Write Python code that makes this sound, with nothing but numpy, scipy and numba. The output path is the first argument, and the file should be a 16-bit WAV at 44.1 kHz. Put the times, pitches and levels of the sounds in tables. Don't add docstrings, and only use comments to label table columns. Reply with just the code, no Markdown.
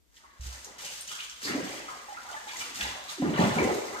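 import sys
import numpy as np
from scipy import signal
from scipy.fft import rfft, irfft
from scipy.io import wavfile
from numba import njit

SR = 44100
rng = np.random.default_rng(int(sys.argv[2]) if len(sys.argv) > 2 else 0)


def unload_audio(sound):
    columns = np.transpose(np.atleast_2d(sound))
    steps = np.round(np.clip(columns, -1, 1) * 32767)
    wavfile.write(sys.argv[1], SR, steps.astype(np.int16))


N = 176400


def undb(db):
    return 10 ** (np.asarray(db) / 20)


def unit_rms(x):
    return x / np.sqrt(np.mean(x ** 2) + 1e-20)


def follow(curve):
    return undb(np.interp(np.arange(N) / SR, *np.array(curve).T))


def at_pitch(hz, points):
    p = np.array(points, float)
    return np.interp(np.log(hz + 1), np.log(p[:, 0]), p[:, 1])


def colour(x, points):
    hz = np.arange(N // 2 + 1) * SR / N
    return unit_rms(irfft(rfft(x) * undb(at_pitch(hz, points)), N))


def add(out, start_s, x):
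    i = int(np.clip(start_s * SR, 0, N - 1))
    out[i:i + len(x)] += x[:N - i]


# t/s, relative level/dB
SPRAY_POUR = [(0, -105), (.16, -62), (.168, -59), (.24, -68.5), (.402, -66.5), (.412, -48.5), (.54, -51),
              (.6, -52), (.66, -52.5), (.775, -62.5), (.786, -45.5), (.85, -44.5), (1.0, -47.5),
              (1.068, -58), (1.08, -45), (1.2, -46), (1.3, -54), (1.39, -54.5)]
SPRAY_DRAIN = [(1.4, -56), (1.44, -40.5), (1.63, -52), (1.65, -45.5), (1.98, -55.5), (2.266, -53.5),
               (2.296, -50), (2.388, -52.5), (2.602, -44.5), (2.72, -51.5)]
SPRAY_DIP = [(2.73, -45), (2.75, -37.5), (2.832, -39.5), (3.008, -58), (3.118, -43.5), (3.178, -52),
             (3.324, -50.5), (3.412, -42.5), (4.0, -49.5)]

def spray(spots=3, gain_db=-2):
    curve = list(SPRAY_POUR) + SPRAY_DRAIN + SPRAY_DIP
    flow = spurts(depth_db=1.5) * follow(curve) * undb(gain_db)
    shares = np.array([spurts(depth_db=5) for _ in range(spots)])
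    shares /= np.linalg.norm(shares, axis=0)
    return sum(bathroom(patter() * flow * share) for share in shares)


# f/Hz, relative level/dB
SPRAY_TONE = [(200, 0.5), (700, -14), (1500, 4.5), (2600, 3.5), (4200, 4.5), (5700, 6), (6500, 7.5),
              (7200, 5), (9000, 2.5), (11500, -7), (14500, -5)]

def patter(count=3000, scatter_db=5.5, mist_db=-10):
    when, side, chance = rng.random((count, 3)).T
    size = undb(scatter_db * np.minimum(-np.log(chance), 3.6))
    ticks = np.bincount((when * N).astype(int), np.sign(side - .5) * size, N)
    return colour(unit_rms(ticks) + undb(mist_db) * rng.standard_normal(N), SPRAY_TONE)


def spurts(depth_db, per_s=45):
    steps = rng.standard_normal(1000)
    return undb(depth_db * np.interp(np.arange(N) / SR * per_s, np.arange(len(steps)), steps))


@njit
def bubbles(start_s, hz, decay_s, size, length, glide=0.036):
    out = np.zeros(length)
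    for k in range(len(hz)):
        first, decay_samples = int(start_s[k] * SR), decay_s[k] * SR
        angle = 2 * np.pi * hz[k] / SR
        wave = size[k] + 0j
        step = np.exp(1j * angle - 1 / decay_samples)
        bend = np.exp(1j * angle * glide / decay_samples)
        for i in range(max(first, 0), min(length, first + int(6 * decay_samples))):
            out[i] += wave.imag
            wave *= step
            step *= bend
    return out


# t/s, rise/s, decay/s, middle f/Hz, spread/octaves, relative level/dB
SPLASHES = [(0.411, 0.11, 0.073, 1600, 1.01, -56), (.63, 0.048, 0.087, 803, 0.83, -53.5),
            (.783, 0.0056, 0.063, 4000, 0.53, -52.5), (.8, 0.026, 0.15, 735, 0.47, -55),
            (.81, 0.059, 0.054, 2855, 0.13, -48.5), (1.078, 0.0059, 0.078, 3160, 0.17, -46.5),
            (1.106, 0.0028, .13, 1400, .2, -47.5), (1.18, 0.014, 0.039, 2810, 0.23, -43),
            (1.428, .015, 0.032, 4650, 0.22, -38.5), (1.448, 0.023, 0.083, 1704, 0.49, -38),
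            (1.414, .11, 0.13, 300, 0.32, -36.5), (1.62, 0.073, 0.19, 2160, 0.57, -48),
            (1.53, 0.022, .2, 547, 0.39, -42.5), (1.875, 0.01, 0.092, 1140, 0.28, -42.5),
            (2.165, 0.0072, 0.023, 1300, 0.16, -42), (2.2, 0.09, 0.12, 1058, 0.28, -48),
            (2.468, 0.019, 0.072, 2580, 0.58, -44.5), (2.589, 0.021, 0.032, 2210, 0.72, -41.5),
            (2.786, 0.024, 0.06, 2430, 0.45, -35.5), (2.75, 0.078, 0.076, 224, 0.7, -47.5),
            (2.82, 0.017, 0.2, 800, 0.26, -46), (3.06, 0.031, 0.044, 3700, 0.27, -47),
            (3.217, 0.0055, 0.072, 775, 0.55, -39), (3.218, 0.0085, 0.082, 247.4, 0.47, -23.5),
            (3.372, 0.022, 0.069, 209, 0.46, -21.5), (3.37, 0.03, 0.07, 578, 0.45, -27.5),
            (3.375, 0.03, 0.078, 2840, 0.59, -41.5), (3.553, 0.012, 0.066, 204, 0.53, -26),
            (3.554, .08, 0.088, 387, 0.38, -27), (3.553, .025, .11, 780, 0.5, -32),
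            (3.565, 0.027, .07, 2120, 0.202, -40.5), (3.88, 0.062, 0.17, 1139, 0.31, -43),
            (3.86, 0.042, 0.14, 427, 0.43, -44)]

def splashes(fewest=40, per_octave=260, scatter_db=5, cycles_at_1khz=4.2):
    out = np.zeros(N)
    for start, rise, decay, middle_hz, spread, db in SPLASHES:
        count = int(fewest + per_octave * spread)
        jitter = rng.random(1000)[:count]
        pitch, strength = rng.standard_normal((1000, 2))[:count].T
        when = (np.arange(count) + jitter) / count * (rise + 4 * decay)
        hz = np.minimum(middle_hz * 2 ** (spread * pitch), SR / 3)
        swell = np.minimum(when / rise, np.exp((rise - when) / decay))
        size = undb(scatter_db * np.clip(strength, -2, 1.2)) * swell
        cycles = cycles_at_1khz * np.sqrt(hz / 1000)
        cloud = bubbles(when, hz, cycles / hz, size, SR)
        add(out, start, unit_rms(cloud) * np.sqrt((rise + decay) / 2) * undb(db))
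    return out


# t/s, f/Hz, relative level/dB, decay/s
AIR_POCKETS = [(1.529, 293, -24, 0.0074), (1.595, 331, -32.5, 0.016), (1.547, 261, -17, 0.012),
               (1.642, 273, -27.5, .01), (3.181, 354, -30, 0.014), (3.196, 271.2, -23.5, 0.048),
               (3.223, 266.3, -12.5, 0.018), (3.295, 296, -30.5, 0.022), (3.388, 170, -14, 0.021),
               (3.465, 205, -21, 0.016), (3.622, 367, -18.5, 0.021), (3.655, 423.4, -23.5, 0.026),
               (3.705, 353, -24.5, 0.023), (3.77, 394, -26.5, 0.018)]

def gulps(rise_s=0.0041, glide=0.0394):
    out, t = np.zeros(N), np.arange(SR // 3) / SR
    for start, hz, db, decay in AIR_POCKETS:
        note = np.sin(2 * np.pi * hz * t * (1 + glide * t / decay / 2))
        swell = (1 - np.exp(-t / rise_s)) * np.exp(-t / decay)
        add(out, start, undb(db) * note * swell)
    return out


# t/s, middle f/Hz, relative level/dB
SLAPS = [(.168, 3270, -43), (0.41, 5930, -36.5), (0.646, 6300, -26), (1.009, 8640, -25.5),
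         (1.076, 6540, -28), (1.153, 6300, -25.5), (1.297, 6100, -27.5), (1.204, 3120, -26.5),
         (2.33, 3260, -31), (2.569, 6800, -23.5), (2.746, 6430, -33), (2.809, 2600, -22),
         (3.219, 670, -26.5), (3.376, 680, -19.5), (3.493, 3000, -29), (3.746, 8350, -27)]

def slaps(decay_at_1khz_s=.0055):
    out, t = np.zeros(N), np.arange(SR // 30) / SR
    for start, hz, db in SLAPS:
        band = signal.butter(1, [hz / 1.1, min(hz * 1.07, SR / 3)], "band", fs=SR)
        burst = unit_rms(signal.lfilter(*band, rng.standard_normal(len(t))))
        fade = np.exp(-t / decay_at_1khz_s * np.sqrt(hz / 1000))
        add(out, start, undb(db) / 2 * burst * fade)
    return out


# t/s, f/Hz, level/dB
DROPS = [(0.243, 1090, -47.5), (1.108, 1255, -42), (1.153, 3200, -38.5), (1.881, 1223, -34.5),
         (2.085, 809, -41), (2.122, 788, -40), (2.169, 1339, -40), (2.29, 1420, -36.5), (2.342, 854, -38.5),
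         (2.365, 1700, -35), (2.47, 853, -40.5), (2.534, 984, -41), (2.608, 2303, -34.5), (3.415, 910, -27),
         (3.404, 4270, -36), (3.585, 2236, -25), (3.954, 1220, -36)]

def drops(decay_cycles=15.9):
    start, hz, db = np.array(DROPS, float).T.copy()
    return bubbles(start, hz, decay_cycles / hz, undb(db), N)


# t/s, relative level/dB
TRICKLE_FLOW = [(0, -100), (.2, -58.5), (.39, -62.5), (.45, -56.5), (.9, -56), (1.05, -72), (1.4, -59),
                (1.5, -37), (1.8, -53), (2.05, -55), (2.35, -47.5), (2.44, -53), (2.62, -44.5),
                (3.18, -49.5), (3.33, -38), (3.42, -32), (3.54, -38.5), (3.62, -34.5), (3.82, -44.5),
                (4, -48.5)]
# f/Hz, relative level/dB
TRICKLE_TONE = [(100, -16), (250, -4), (450, -8.5), (850, 0.5), (1300, 1), (2000, 1), (3500, -13),
                (6000, -21.5)]

def trickle(count=3600, low_hz=220, high_hz=5000, decay_cycles=5.5, scatter_db=5, gain_db=-3):
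    when, pitch, chance = rng.random((count, 3)).T
    hz = low_hz + (high_hz - low_hz) * pitch ** 2
    size = undb(scatter_db * np.minimum(-np.log(chance), 3)) * (hz / high_hz) ** .75
    babble = bubbles(when * N / SR, hz, decay_cycles / hz, size, N)
    return colour(babble, TRICKLE_TONE) * follow(TRICKLE_FLOW) * undb(gain_db)


# t/s, relative level/dB
BUMPS = [(0.396, -38.5), (.459, -39.5), (2.822, -44.5), (3.603, -43.5)]
# f/Hz, relative level/dB, fade/s (time to fall by 60 dB)
TUB_NOTES = [(64.2, 6.5, 0.36), (104.4, -8.5, 0.58)]

def bumps(rise_s=0.006):
    out, t = np.zeros(N), np.arange(SR) / SR
    boom = sum(undb(db - 60 * t / fade_s) * np.sin(2 * np.pi * hz * t) for hz, db, fade_s in TUB_NOTES)
    for start, db in BUMPS:
        add(out, start, -undb(db) * boom * (1 - np.exp(-t / rise_s)))
    return out


# f/Hz, relative level/dB, fade/s (time to fall by 60 dB)
WALL_ECHOES = [(60, -33, .45), (155, -16.5, 0.64), (338, -8, 0.55), (650, 0.5, 1), (1470, -0.5, 0.89),
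               (4000, 2.5, 0.99), (8700, 1.5, 0.41), (15100, 2.5, 0.09)]

def bathroom(x, echo_db=0, first_echo_s=0.0013, tub_fade_s=0.11, right_lag_s=.00029):
    t = np.arange(SR * 3 // 4) / SR
    hz = np.arange(len(t) // 2 + 1) * SR / len(t)
    noise, response = rfft(rng.standard_normal((2, len(t)))), 0
    for k, (_, db, wall_fade_s) in enumerate(WALL_ECHOES):
        band = at_pitch(hz, [(row[0], j == k) for j, row in enumerate(WALL_ECHOES)])
        walls = unit_rms(undb(-60 * t / wall_fade_s) * (t > first_echo_s))
        tub = unit_rms(undb(-60 * t / tub_fade_s) * (t > first_echo_s))
        fade = np.hypot(walls, tub) / np.sqrt(len(t))
        response = response + undb(db + echo_db) * fade * irfft(noise * band, len(t))
    response[0, 0] += 1
    response[1, int(right_lag_s * SR)] += 1
    return signal.fftconvolve(x[None], response, axes=1)[:, :N]


# f/Hz, relative level/dB
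BACKGROUND_TONE = [(20, -8), (62, 17), (110, -1), (300, -0.5), (1000, -14.5), (6000, -15), (15000, -18)]

def background(level_db=-66.5):
    return undb(level_db) * np.array([colour(rng.standard_normal(N), BACKGROUND_TONE) for _ in range(2)])


def scene(water_low_hz=79):
    water = spray()
    water += bathroom(slaps(), echo_db=-3.5)
    water += bathroom(trickle())
    water += bathroom(splashes() + drops())
    water += bathroom(gulps(), echo_db=1.5)
    low_cut = signal.butter(2, water_low_hz, "high", fs=SR, output="sos")
    lean_right = undb([[-1.1], [1.1]])
    return signal.sosfilt(low_cut, water) + bumps() * lean_right + background()


def record(dry, notch_hz=(9850, 11000), top_hz=14450):
    notch = signal.ellip(5, .5, 40, notch_hz, "bandstop", fs=SR, output="sos")
    top_cut = signal.ellip(8, .2, 70, top_hz, fs=SR, output="sos")
    return signal.sosfilt(top_cut, signal.sosfilt(notch, dry))


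dry = scene()
out = record(dry)
unload_audio(out)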